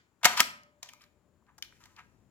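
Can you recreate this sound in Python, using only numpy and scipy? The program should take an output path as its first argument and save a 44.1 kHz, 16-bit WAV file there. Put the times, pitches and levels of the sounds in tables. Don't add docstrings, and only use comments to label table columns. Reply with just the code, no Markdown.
import sys
import numpy as np
from scipy import signal
from scipy.io import wavfile
from scipy.ndimage import uniform_filter1d

SR = 44100
rng = np.random.default_rng(int(sys.argv[2]) if len(sys.argv) > 2 else 0)


def master(y):
    cut = np.clip(np.atleast_2d(y).T, -1, 1)
    pcm = np.round(cut * 32767)
    wavfile.write(sys.argv[1], SR, pcm.astype(np.int16))


N = 101430
PREROLL = 13230

# t/s, level/dB, f/Hz, treble/dB, band edge ratio, chatter length/s
KNOCKS = [(0.2303, -34.5, 1560, -6.5, 2.5, 0.012), (0.245, -14, 2360, -2.5, 1.87, 0.0023),
          (0.25, -16.5, 1630, -5, 2.15, 0.011), (0.2525, -11, 1190, 0, 2.08, 0.0019),
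          (0.258, -16.5, 776, -1.5, 1.6, 0.002), (0.2612, -23, 1000, -11, 1.7, 0.001),
          (0.27, -26.5, 2013, -11, 1.4, 0.0022), (0.303, -31, 1102, -10, 1.6, 0.0024),
          (.3738, -33, 1051, 3.5, 1.5, 0.003), (0.3952, -24, 1600, -7, 2, 0.014),
          (.403, -12, 2501, 0.5, 1.6, 0.0032), (0.4059, -19.5, 1250, -9, 1.1, 0.0013),
          (0.4107, -28, 1801, -3, 1.5, 0.002), (.633, -61, 5650, 1.5, 1.26, 0.0018),
          (0.826, -57, 778, -17, 1.39, 0.0056), (0.8287, -43, 4296, 5.5, 2.27, 0.0044),
          (0.888, -47, 2510, -3, 1.33, 0.005), (0.9336, -53.5, 1703, 3, 1.8, 0.0036),
          (1.018, -62.5, 5516, 0.5, 1.1, 0.0031), (1.038, -55, 3000, -5.5, 2.2, 0.0018),
          (1.421, -72.5, 930, -18.5, 1.27, 0.0038), (1.465, -75, 3232, -11.5, 1.46, 0.0028),
          (1.492, -70.5, 1313, -29.5, 1.8, 0.0035), (1.58, -58, 1080, 5.5, 1.52, 0.007),
          (1.6233, -34.5, 3800, -3, 1.99, 0.004), (1.723, -57.5, 1500, -14.5, 1.58, 0.003),
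          (1.837, -57, 4380, -6, 1.96, 0.0049), (1.855, -53.5, 1780, -2, 2.2, 0.0041),
          (1.963, -56.5, 3493, -5, 1.97, 0.0038), (1.9922, -53.5, 1400, -27.5, 3.3, 0.0021)]
EARLY_RELEASE = (-0.2974, -16, 4199, -1.5, 2.74, 0.06)
# t/s, level/dB, f/Hz, treble/dB, band edge ratio, rise/s, 30 dB fall/s
RUBS = [(0.21, -67, 1150, -11, 1.65, 0.0035, 0.12), (0.246, -29, 1600, -10, 2.21, 0.0034, 0.14),
        (0.281, -45, 1117, -5.5, 2.46, 0.046, 0.18), (0.361, -29.5, 2286, -7, 2.2, 0.015, 0.095),
        (0.823, -56.5, 1994, -6, 4.05, 0.0057, 0.26), (0.891, -65.5, 2350, -2.5, 1.11, 0.0024, 0.25),
        (1.0, -62.5, 2220, -5, 2, 0.012, 0.095), (1.451, -67, 1276, -24.5, 1.52, 0.041, 0.071),
        (1.627, -56, 2986, -1, 2.2, 0.0077, 0.076), (1.603, -75.5, 1990, 1, 1.34, 0.16, 0.85),
        (1.795, -66.5, 1388, -8, 1.48, 0.0089, 0.39), (1.953, -52.5, 1487, -22, 1.69, 0.038, 0.065)]
# f/Hz, level/dB
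HOUSING_EQ = [(40, -47), (100, -21), (300, -8.5), (500, -21), (700, 0), (2000, -5), (7000, 1), (9000, -9),
              (13000, -7.5), (16500, -21)]
# f/Hz, level/dB, t60/s
SHELL_MODES = [(270, -4, .12), (750, 8, .04), (1025, 6, .04), (1290, 4, .04), (1650, 0, .04),
               (1910, 1, .04), (2155, 1, .04), (2420, 1, .025), (2700, 0, .035), (3050, 2, .03),
               (3300, 1, .03), (4280, -3, .03), (5450, 4, .025), (7150, 0, .025)]
# f/Hz, level/dB, t60/s
SPRING_MODES = [(584, -88, 3), (594, -84, 3), (605, -86, 3)]
# f/Hz, t60/s
ROOM_DECAY = [(150, 0.98), (400, 0.42), (1040, 0.47), (2760, 0.4), (9000, 0.28)]
# f/Hz, relative level/dB
AIR_EQ = [(25, -10), (55, -0.5), (140, -3), (300, -8), (600, -16), (1000, -17.5), (2200, -27), (4500, -34),
          (9000, -36.5), (13000, -39), (16500, -37)]
# f/Hz, correlation
AIR_LIKENESS = [(60, 0.93), (950, 0.68), (15000, 0.046)]
# f/Hz, left over right/dB
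AIR_PAN = [(60, 12), (15000, 4.5)]
# t/s, relative level/dB
RUMBLE_SWELL = [(0.0, -79.5), (0.261, -76.5), (2.3, -65.5)]
# f/Hz, half-width/Hz, level/dB
WHINES = [(7100, 200, -92)]


def knocks():
    mix, grains = np.zeros((2, N + PREROLL)), contacts(per_s=6000)
    t = np.arange(0, .025, 1 / SR)
    attack = np.minimum(t / 0.0016, 1)
    for *hit, length in KNOCKS + [EARLY_RELEASE]:
        decay = np.exp(-(t / (length + 0.001)) ** 2.4)
        add_burst(mix, grains, attack * decay, *hit)
    return mix


def rubs():
    mix, grains = np.zeros((2, N + PREROLL)), contacts(per_s=7000)
    for *stroke, rise, fall in RUBS:
        t = np.arange(0, rise + 2 * fall, 1 / SR)
        envelope = np.minimum(t / rise, 1) ** 2 * amp(-30 * np.maximum(t - rise, 0) / fall)
        add_burst(mix, grains, envelope, *stroke)
    return mix


def contacts(per_s):
    n = N + PREROLL
    sizes = rng.standard_normal((2, n)) * amp(1.5 * np.minimum(rng.exponential(1, n), 4))
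    left, other = sizes * (rng.random(n) < per_s / SR)
    right = left + band(other - left, "high", 2430)
    return np.array([left, np.roll(right, 2)])


def add_burst(mix, grains, envelope, start, db, hz, treble_db, ratio):
    at = PREROLL + round(start * SR)
    span = slice(at, at + len(envelope))
    burst = grains[:, span] * envelope[:grains.shape[1] - at]
    edges = np.clip([hz / ratio, hz * ratio], 50, SR / 2.2)
    thud_db = 4.5 + 1.79 * db
    layers = [(0, band(burst, "band", edges, order=3)),
              (thud_db, band(burst, "low", 380)),
              (treble_db, band(burst, "high", 4060))]
    tone = sum(amp(level) * layer / np.linalg.norm(layer) for level, layer in layers)
    mix[:, span] += amp(db) * tone * np.linalg.norm(envelope) * np.sqrt(2)


def housing(x, ring_db=-11):
    log_gain = np.log(amp(curve(HOUSING_EQ, abs(np.fft.fftfreq(4096, 1 / SR)))))
    colour = np.fft.ifft(np.exp(np.conj(signal.hilbert(log_gain)))).real[:2048]
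    shell = ringing(SHELL_MODES, seconds=0.17)
    body = amp(ring_db) * shell / np.linalg.norm(shell[0])
    body[:, :2048] += colour / np.linalg.norm(colour)
    return resonate(x, body)


def spring(x):
    t = (np.arange(x.shape[1]) - PREROLL) / SR
    stamp = x * ((t > .24) & (t < .27))
    return resonate(stamp, ringing(SPRING_MODES, seconds=2.2))


def ringing(modes, seconds):
    t = np.arange(0, seconds, 1 / SR)
    ring = np.zeros((2, len(t)))
    for hz, db, t60 in modes:
        phase = hz / 9000 * rng.uniform(0.31, 1, (2, 1))
        ring += amp(db - 60 * t / t60) * np.sin(2 * np.pi * hz * t + phase)
    return ring


def reverb(x, wet_db=-13):
    taps = np.zeros((2, SR))
    at = np.arange(200, SR - 20, 20) + rng.integers(0, 20, (2, (SR - 201) // 20))
    np.put_along_axis(taps, at, rng.choice([-1., 1.], at.shape), 1)
    taps[1] = band(taps[0], "low", 2600, order=4) + band(taps[1], "high", 1200, order=4)
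    hz, t, spectrum = signal.stft(taps, SR, nperseg=256)
    decay = amp(-60 * t / curve(ROOM_DECAY, hz)[:, None])
    tail = signal.istft(spectrum * decay, SR, nperseg=256)[1]
    return amp(wet_db) * resonate(x, tail / np.linalg.norm(tail, axis=1, keepdims=True))


def room_tone(bed_db=-69.5):
    frames, hz = N // 256 + 5, np.fft.rfftfreq(1024, 1 / SR)
    left_re, left_im, other_re, other_im, mottle = rng.standard_normal((frames, 513, 5)).T
    left, other = left_re + 1j * left_im, other_re + 1j * other_im
    likeness = curve(AIR_LIKENESS, hz)[:, None]
    noise = np.array([left, likeness * left + np.sqrt(1 - likeness ** 2) * other])
    noise *= amp(np.multiply.outer([.5, -.5], curve(AIR_PAN, hz))[..., None])
    mottle_db = 0.5 * unit_rms(uniform_filter1d(uniform_filter1d(mottle, 4, 0), 8, 1))
    times, levels = np.transpose(RUMBLE_SWELL)
    swell = np.interp(np.arange(frames) * 256 / SR, times, levels - np.interp(1.3, times, levels))
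    rumble_db = swell / (1 + (hz[:, None] / 400) ** 2)
    bed = unit_wave(noise * amp(curve(AIR_EQ, hz)[:, None] + mottle_db + rumble_db))
    whine = sum(amp(db) * unit_wave(noise / (1 + ((hz[:, None] - f) / width) ** 2))
                for f, width, db in WHINES)
    return amp(bed_db) * bed + whine


def amp(db):
    return 10 ** (np.asarray(db) / 20)


def unit_rms(x):
    return x / np.sqrt(np.mean(x ** 2) + 1e-20)


def unit_wave(spectrum):
    return unit_rms(signal.istft(spectrum, nperseg=1024, noverlap=768)[1][:, :N])


def curve(points, hz):
    f, value = np.transpose(points)
    return np.interp(np.log(hz + 1), np.log(f + 1), value)


def band(x, kind, hz, order=2):
    return signal.sosfilt(signal.butter(order, hz, kind, fs=SR, output="sos"), x)


def resonate(x, response):
    return signal.fftconvolve(x, response, axes=1)[:, :x.shape[1]]


def scene():
    handling = knocks() + rubs()
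    gun = (housing(handling) + spring(handling)) * amp([[2.5], [-2.5]])
    return (gun + reverb(gun))[:, PREROLL:] + room_tone()


def record(dry):
    saturated = 1.266 * np.tanh(band(dry, "high", 51, order=3) / 1.113)
    top_cut = signal.firwin(511, 16800, window=("kaiser", 9), fs=SR)
    return signal.oaconvolve(saturated, top_cut[None], "same")


dry = scene()
out = record(dry)
master(out)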